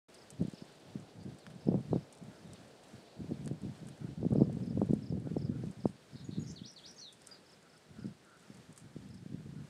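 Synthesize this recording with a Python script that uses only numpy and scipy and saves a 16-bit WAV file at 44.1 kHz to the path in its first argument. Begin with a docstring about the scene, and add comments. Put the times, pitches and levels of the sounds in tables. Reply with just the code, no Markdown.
"""Gusts rumble and thump on the microphone in tall grass, over a soft hush and hissing leaves.
The wind is lumpy turbulent pressure plus single eddies. Small dry ticks, each a snap and a crumble,
sound close by, where a cicada walks over a hand. Farther off, among trees, a songbird whistles one
phrase, another bird chatters in threes, others peep, and a hoarse bird pulses its throat resonance."""
import sys
import numpy as np
from scipy import signal
from scipy.fft import rfft, irfft
from scipy.io import wavfile

SR = 44100
rng = np.random.default_rng(int(sys.argv[2]) if len(sys.argv) > 2 else 0)


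def pcm_store(signal):
    """Save signal as 16-bit PCM."""
    levels = np.round(np.clip(np.atleast_2d(signal), -1, 1) * 32767)
    wavfile.write(sys.argv[1], SR, levels.astype(np.int16).T)


N = 427329
TIME_S = np.arange(N) / SR

# Spectra of the hush, far rush and leaves. Each row: frequency in Hz, relative density in dB.
HUSH_SPECTRUM = [(30, -43), (60, -11), (100, -6.5), (160, 1.5), (260, -2), (420, -2.5), (750, -8.5),
                 (1100, -11.5), (1550, -9.5), (2600, -15.5), (4500, -17), (6500, -20), (8500, -20),
                 (15500, -40.5)]
RUSH_SPECTRUM = [(60, -21), (150, -9), (400, -3), (650, -3.5), (850, -10), (1200, -21), (3000, -61)]
LEAF_SPECTRUM = [(1200, -24), (2500, -5), (3400, -4), (4600, -3.5), (6000, -13.5), (12000, -30)]
# Envelopes of the far rush and leaves. Each row: time in seconds, level in dB.
RUSH_ENVELOPE = [(0, -63), (.7, -61.5), (3, -61.5), (5, -65.5), (6, -70.5), (9.69, -76.5)]
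LEAF_ENVELOPE = [(0, -75), (.5, -67), (1.1, -72.5), (2.2, -73), (3.1, -72.5), (3.8, -72), (4.6, -74.5),
                 (6.5, -74), (9.69, -78)]
# Hoarse calls. Each row: start and length in seconds, relative level in dB, first and last pitch in Hz.
HOARSE_CALLS = [(2.28, 0.12, -72, 148, 130), (3.997, 0.1, -69.5, 135, 147), (5.237, 0.077, -71, 139.4, 131),
                (5.512, 0.07, -69, 135.5, 151), (7.26, .11, -71, 152.5, 132.8),
                (7.62, 0.076, -71, 120, 140.5), (7.726, 0.049, -70, 150, 140),
                (7.941, 0.13, -69, 130, 148.6), (8.232, 0.17, -67, 170, 118), (8.41, 0.064, -71, 145, 160),
                (9.541, 0.076, -72, 141.3, 149)]
# Chip triplets. Each row: time of the first chip in seconds, relative level in dB.
TRIPLETS = [(.155, -59.5), (.552, -57.5), (1.615, -62.5), (1.966, -65), (2.362, -66.5), (4.374, -63),
            (4.638, -60.5), (5.035, -58.5), (5.39, -57.5), (5.809, -60), (6.138, -60.5), (6.446, -60),
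            (7.216, -62.5), (7.468, -60), (7.704, -63), (8.0, -63), (8.475, -66), (9.112, -62.5)]
# Bird notes. Each row: start and length in seconds, relative level in dB, first, middle and last
# pitch in Hz, buzz depth in Hz.
PEEP_NOTES = [(1.195, 0.047, -66.5, 4450, 4700, 4600, 200), (1.4, 0.052, -68, 4700, 4070, 3020, 80),
              (1.915, 0.056, -68, 4280, 3840, 3450, 103), (2.462, .02, -67, 4000, 3700, 3400, 0),
              (2.503, .02, -65, 4000, 3760, 3550, 0), (2.545, .025, -67, 3960, 3580, 3250, 0),
              (2.96, 0.26, -72, 4300, 4280, 4300, 400)]  # faint, other birds
SONG_NOTES = [(6.151, 0.074, -62, 4200, 3930, 3980, 380), (6.243, 0.018, -58, 7060, 6700, 6800, 40),
              (6.305, .083, -60, 4130, 3960, 3980, 420), (6.392, 0.043, -59, 6860, 6710, 6820, 40),
              (6.461, 0.062, -56, 6300, 5780, 6000, 750), (6.504, .015, -56, 7200, 7200, 7300, 0),
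              (6.962, .024, -58.5, 6100, 6370, 4500, 150), (6.98, .029, -50, 4400, 5530, 6150, 120),
              (7.008, .096, -51, 4560, 3920, 3300, 78), (7.312, 0.018, -49, 5200, 4730, 4930, 32),
              (7.342, 0.017, -58.5, 5240, 4350, 3750, 100)]  # opening and close of the phrase
SWOOP_NOTES = [(0, .043, -53, 4760, 3790, 2900, 135), (.074, .035, -50.5, 3210, 3950, 5650, 70),
               (.108, .05, -54, 5520, 5750, 4750, 150)]  # fall, rise, arch; timed from the swoop's start
# Dry ticks. Each row: start in seconds, bright-part peak before the low-pass in dB, body gain
# against the bright part in dB, crumble decay in seconds.
DRY_TICKS = [(.144, -45, -16, .007), (.304, -40.5, -20, .006), (.423, -51, -12, .005),
             (.472, -49, -10, .0066), (.497, -51, -10, .004), (1.466, -66, 28, 0.0034),
             (1.502, -60, 13, 0.016), (2.126, -46.5, -20, .005), (2.151, -49, -20, .004),
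             (2.175, -49.5, -18, .005), (2.534, -40, -21, 0.003), (2.836, -53.5, -17, .01),
             (3.459, -41, -16, .002), (3.477, -36.5, 2.5, .0026), (3.617, -50.5, -18, .005),
             (3.871, -45, -16, .007), (3.886, -45, -5, 0.0054), (4.336, -49, -10, .004),
             (4.862, -54, -14, .004), (4.912, -51, -15, .004), (4.936, -46.5, -16, .005),
             (5.712, -50, -14, .005), (5.868, -53.5, -1, .03), (6.913, -48.5, -13, .005),
             (7.126, -46.5, -17, 0.013), (7.219, -49, -16, .004), (7.267, -48, -12, .002),
             (7.271, -36.5, -25, 0.005), (7.29, -52, -15, .012), (8.067, -52, -14, .004),
             (8.405, -53, -16, .006), (8.571, -52, -16, 0.0068), (8.727, -49, -18, .004),
             (8.762, -49, -18, 0.013), (8.777, -39, -10, 0.007), (8.798, -51, -18, 0.013),
             (9.144, -54, -16, .008)]
# Tick resonances. Each row: frequency in Hz, width in Hz, relative gain in dB.
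BRIGHT_MODES = [(6900, 2400, -1), (7970, 740, 3), (8760, 540, 5.5), (12000, 3000, -43.5)]
BODY_MODES = [(1530, 890, 6), (3070, 890, 1), (4700, 1300, -12)]
# Eddies on the microphone. Each row: time in seconds, relative peak in dB, spectral roll-off in Hz.
EDDY_HITS = [(0.414, -20, 137), (0.425, -24, 132), (0.452, -26.5, 119), (0.484, -29.5, 109),
             (0.537, -34.5, 149), (0.623, -35, 127), (0.958, -27.5, 111), (1.28, -34, 160),
             (1.688, -13, 187), (1.744, -17.5, 273), (1.932, -14.5, 373), (1.961, -18.5, 240),
             (2.227, -37.5, 117), (3.207, -31, 121), (3.246, -31, 130), (3.313, -27.5, 250),
             (3.322, -19.5, 117), (3.472, -29, 181), (3.514, -24, 185), (3.651, -29.5, 139),
             (3.832, -34, 140), (4.046, -29.5, 128), (4.231, -23.5, 230), (4.252, -19.5, 220),
             (4.266, -17.5, 111), (4.309, -22.5, 120), (4.359, -17.5, 200), (4.384, -16.5, 120),
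             (4.41, -17, 258), (4.42, -9, 178), (4.571, -30, 129), (4.636, -27, 138), (4.776, -21.5, 199),
             (4.818, -15, 422), (4.829, -18, 132), (4.909, -16.5, 121), (4.935, -13.5, 166),
             (5.126, -25, 217), (5.178, -27, 130), (5.273, -26.5, 270), (5.368, -18, 252),
             (5.498, -20, 101), (5.639, -27.5, 214), (5.857, -13, 393), (6.157, -37, 129),
             (6.293, -26, 100), (6.385, -25, 100), (6.501, -36, 126), (6.619, -35.5, 96),
             (8.047, -30.5, 125), (8.059, -28.5, 99), (8.503, -38.5, 148), (8.966, -30.5, 155),
             (9.263, -33.5, 119), (9.324, -32, 109), (9.347, -28, 89), (9.593, -38.5, 98)]
# Wind pressure spectra. Each row: frequency in Hz, relative density in dB.
RUMBLE_SPECTRUM = [(25, -49), (50, -22.5), (90, -6), (140, 3), (210, -1), (300, -12), (450, -22),
                   (700, -47.5), (1200, -80)]
FLUTTER_SPECTRUM = [(150, -34), (300, -1), (450, 4), (650, -5.5), (900, -19), (1300, -26.5), (2200, -65)]
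# Gusts on the microphone. Each row: start and length of the hold in seconds, strength in dB.
GUST_HOLDS = [(0.332, .012, -56), (0.407, 0.017, -37.5), (.885, 0.15, -52), (1.15, .072, -53.5),
              (1.263, 0.036, -40.5), (1.483, 0.14, -51), (1.675, 0.1, -33.5), (1.84, .025, -48),
              (1.915, 0.05, -33.5), (2.217, 0.085, -49.5), (2.441, 0.076, -49), (2.605, 0.029, -51.5),
              (2.939, .03, -55), (3.199, 0.058, -41.5), (3.299, 0.042, -38.5), (3.401, 0.15, -41.5),
              (3.631, 0.083, -42), (3.815, 0.091, -46), (4.017, 0.11, -43), (4.196, 0.043, -38),
              (4.321, 0.11, -30.5), (4.447, 0.41, -37), (4.89, .068, -35.5), (5.006, 0.039, -40.5),
              (5.103, 0.58, -39), (5.783, .02, -49), (5.85, 0.04, -40.5), (6.142, 0.017, -46.5),
              (6.209, 0.12, -47), (6.371, .15, -43), (6.57, .079, -52.5), (7.892, 0.032, -57.5),
              (7.99, 0.099, -46), (8.505, 0.094, -57), (8.688, 0.026, -54), (8.827, 0.091, -54.5),
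              (8.96, 0.26, -49), (9.311, 0.098, -44.5), (9.453, 0.19, -48)]


def gain_of(db):
    """Decibels to amplitude."""
    return 10 ** (np.asarray(db) / 20)


def unit_rms(x):
    """Scales to rms 1."""
    return x / np.sqrt(np.mean(x ** 2) + 1e-20)


def add(mix, start_s, sound):
    """Mixes a sound in at start_s."""
    part = mix[max(round(start_s * SR), 0):][:len(sound)]
    part += sound[:len(part)]


def coloured(x, spectrum):
    """Filters x by (Hz, dB) points; rms 1."""
    points_hz, points_db = np.transpose(spectrum)
    hz = np.fft.rfftfreq(len(x), 1 / SR)
    curve_db = np.interp(np.log(hz + 1), np.log(points_hz), points_db)
    return unit_rms(irfft(rfft(x) * gain_of(curve_db), len(x)))


def drift(cutoff_hz, size=N):
    """Low-passed random wander; rms 1."""
    hz = np.fft.rfftfreq(size, 1 / SR)
    return unit_rms(irfft(rfft(rng.standard_normal(size)) * np.exp(-(hz / cutoff_hz) ** 2), size))


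def ring(x, modes):
    """Passes x through parallel resonances."""
    return sum(gain_of(db) * signal.lfilter(*signal.iirpeak(hz, hz / width_hz, SR), x)
               for hz, width_hz, db in modes)


def air(hush_db=-63, flicker_db=1.16):
    """Soft outdoor hush, a fading far rush and leaves that swell with the breeze."""
    hush = coloured(rng.standard_normal(N), HUSH_SPECTRUM) * gain_of(hush_db + flicker_db * drift(4.5))
    rush = coloured(rng.standard_normal(N), RUSH_SPECTRUM)
    rush_db = np.interp(TIME_S, *np.transpose(RUSH_ENVELOPE))
    leaves = coloured(rng.standard_normal(N), LEAF_SPECTRUM)
    leaves_db = np.interp(TIME_S, *np.transpose(LEAF_ENVELOPE)) + 2.2 * drift(24)
    return hush + rush * gain_of(rush_db) + leaves * gain_of(leaves_db)


def tree_echoes(x, wet_db, t60_s):
    """Adds sparse echoes scattered by trees and bushes."""
    t = np.arange(SR) / SR
    taps = rng.standard_normal(SR) * (rng.random(SR) < 1800 / SR)
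    taps *= gain_of(-60 * t / t60_s) * (t > .006)
    return x + gain_of(wet_db) * signal.oaconvolve(x, taps / np.linalg.norm(taps))[:N]


def hoarse_bird(throat_hz=1407, roughness=.3, trim_db=-1):
    """Rough pulses through one throat resonance, the only part that carries this far."""
    out, throat = np.zeros(N), [(throat_hz, 380, 0)]
    for start_s, length_s, db, first_hz, last_hz in HOARSE_CALLS:
        size = int(length_s * SR)
        pitch_hz = np.linspace(first_hz, last_hz, size) * (1 + .011 * drift(40, size))
        pulses = np.diff(np.floor(np.cumsum(pitch_hz) / SR), prepend=0)
        drive = unit_rms(pulses) + roughness * rng.standard_normal(size)
        voice = ring(ring(ring(drive, throat), throat), throat)
        add(out, start_s, gain_of(db + trim_db) * unit_rms(voice * signal.windows.tukey(size, .6)))
    return out


def whistle(length_s, db, first_hz, middle_hz, last_hz, depth_hz, buzz_hz=140, taper=.21, tilt=2):
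    """A glide through three pitches, louder where higher; an uneven syrinx wobble makes it buzz."""
    t = np.arange(int(length_s * SR)) / SR
    wobble = np.sin(2 * np.pi * (buzz_hz * t + rng.random()) + 1.1 * drift(110, len(t)))
    glide_hz = np.polyval(np.polyfit([0, .5, 1], [first_hz, middle_hz, last_hz], 2), t / length_s)
    tone = np.sin(2 * np.pi * np.cumsum(glide_hz + depth_hz * wobble) / SR)
    throb = 1 + min(depth_hz / 600, .7) * np.roll(wobble, SR // 600)
    swell = (glide_hz / middle_hz) ** tilt * signal.windows.tukey(len(t), taper)
    return gain_of(db) * unit_rms(throb * swell * tone)


def whistles(notes, trim_db):
    """One whistle per table row."""
    out = np.zeros(N)
    for start_s, *shape in notes:
        add(out, start_s, whistle(*shape))
    return out * gain_of(trim_db)


def chattering_bird(spacing_s=.034, chip_s=.018, trim_db=-6.5, step_db=.5):
    """Hooked, falling chips in threes, each a little louder, varying in pitch and length."""
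    out = np.zeros(N)
    for time_s, db in TRIPLETS:
        for k in range(3):
            pitches_hz = np.array([5450, 5100, 4350]) * (1 + .014 * rng.standard_normal())
            length_s = chip_s * rng.uniform(.7, 1.1)
            chip_db = db + trim_db + (k - 1) * step_db
            chip = whistle(length_s, chip_db, *pitches_hz, depth_hz=50, taper=.34, tilt=.6)
            add(out, time_s + k * spacing_s - .6 * length_s, chip)
    return out


def songbird(swoop_start_s=6.558, swoop_period_s=.202, swoop_count=2):
    """One whistled phrase with a repeated swoop in the middle."""
    swoops = [(swoop_start_s + k * swoop_period_s + offset_s, *shape)
              for k in range(swoop_count) for offset_s, *shape in SWOOP_NOTES]
    return whistles(SONG_NOTES + swoops, trim_db=-4)


def tick(db, body_db, crumble_s, snap_s=.00055, crumble_db=-8.5):
    """A sharp snap and a grainy crumble ring a few heavily damped modes."""
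    t = np.arange(SR // 16) / SR
    grains = rng.standard_normal(len(t)) * gain_of(1.7 * drift(900, len(t)))
    snap = rng.standard_normal(len(t)) * np.exp(-t / snap_s)
    drive = snap + gain_of(crumble_db) * grains * np.exp(-t / crumble_s)
    bright = ring(drive, BRIGHT_MODES)
    body = gain_of(body_db) * ring(drive, BODY_MODES)
    return gain_of(db) * (bright + body) / abs(bright).max()


def ticks(faint_count=70, faint_min_db=-58, lowpass_hz=10300):
    """Clear ticks with faint ones scattered between; dull top end."""
    out = np.zeros(N)
    for start_s, *shape in DRY_TICKS:
        add(out, start_s, tick(*shape))
    for position, strength in rng.random((faint_count, 2)):
        add(out, position * N / SR, tick(faint_min_db + 6 * strength, body_db=-15, crumble_s=.004))
    return signal.lfilter(*signal.butter(3, lowpass_hz, fs=SR), out)


def eddies(port_hz=176, port_q=1.34, leak_hz=159, lowpass_hz=1090, trim_db=-1.5):
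    """Each eddy is one smooth pressure bump; the microphone's bass cut turns it into a short wobble."""
    out, size = np.zeros(N), 4096
    hz = np.fft.rfftfreq(size, 1 / SR)
    s_port, s_leak = 1j * hz / port_hz, 1j * hz / leak_hz
    port_highpass = s_port ** 2 / (1 + s_port / port_q + s_port ** 2)
    leak_highpass = s_leak ** 2 / (1 + np.sqrt(2) * s_leak + s_leak ** 2)
    response = port_highpass * leak_highpass / (1 + (hz / lowpass_hz) ** 4)
    for time_s, db, rolloff_hz in EDDY_HITS:
        bump_spectrum = np.exp(-hz / rolloff_hz + 2j * np.pi * rng.random())
        wobble = np.fft.fftshift(np.fft.ifft(response * bump_spectrum, size))
        envelope = abs(wobble)
        add(out, time_s - envelope.argmax() / SR, gain_of(db + trim_db) * wobble.real / envelope.max())
    return out


def gust_strength_db(rise_db_per_s=620, fall_db_per_s=341, draught_db=-72):
    """Each gust builds quickly, holds and dies more slowly, over a steady draught."""
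    power = gain_of(draught_db) ** 2
    for start_s, length_s, db in GUST_HOLDS:
        before_s = np.maximum(start_s - TIME_S, 0)
        after_s = np.maximum(TIME_S - start_s - length_s, 0)
        drop_db = np.minimum(rise_db_per_s * before_s + fall_db_per_s * after_s, 120)
        power = power + gain_of(db - drop_db) ** 2
    return 10 * np.log10(power)


def buffeting(spectrum, level_db, lumps_db, steadiness):
    """Turbulent pressure in lumps, partly evened out, following level_db."""
    pressure = coloured(rng.standard_normal(N) * gain_of(lumps_db * drift(43.6)), spectrum)
    local_power = signal.oaconvolve(pressure ** 2, np.hanning(2400) / 1200, "same")
    local_rms = np.sqrt(abs(local_power) + 1e-9)
    return pressure / local_rms ** steadiness * gain_of(level_db)


def wind(puff_db=3.5, puff_hz=24, flutter_growth=.99):
    """Gusts rumble on the microphone in quick puffs; stronger ones flutter more, higher up."""
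    gust_db = gust_strength_db()
    rumble_db = gust_db + puff_db * np.tanh(drift(puff_hz))
    flutter_db = rumble_db - 18.5 + flutter_growth * (gust_db + 38.5)
    rumble = buffeting(RUMBLE_SPECTRUM, rumble_db, lumps_db=5, steadiness=.74)
    flutter = buffeting(FLUTTER_SPECTRUM, flutter_db, lumps_db=8, steadiness=.59)
    return rumble + flutter


def scene():
    """Wind and ticks at the microphone, birds among the trees; mono."""
    song = tree_echoes(songbird(), wet_db=-4.5, t60_s=.19)
    calls = chattering_bird() + whistles(PEEP_NOTES, trim_db=-3.5) + hoarse_bird()
    far_birds = tree_echoes(calls, wet_db=-9, t60_s=.13)
    return (wind() + eddies() + ticks() + song + far_birds + air())[None]


def record(dry, silence_s=.083, fade_s=.004, lowpass_hz=15700):
    """Brief silence, quick fade-in, band limit."""
    fade_in = np.clip((TIME_S - silence_s) / fade_s, 0, 1)
    lowpass = signal.firwin(511, lowpass_hz, window=("kaiser", 9), fs=SR)
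    return signal.oaconvolve(dry * fade_in, lowpass[None], "same")


dry = scene()
out = record(dry)
pcm_store(out)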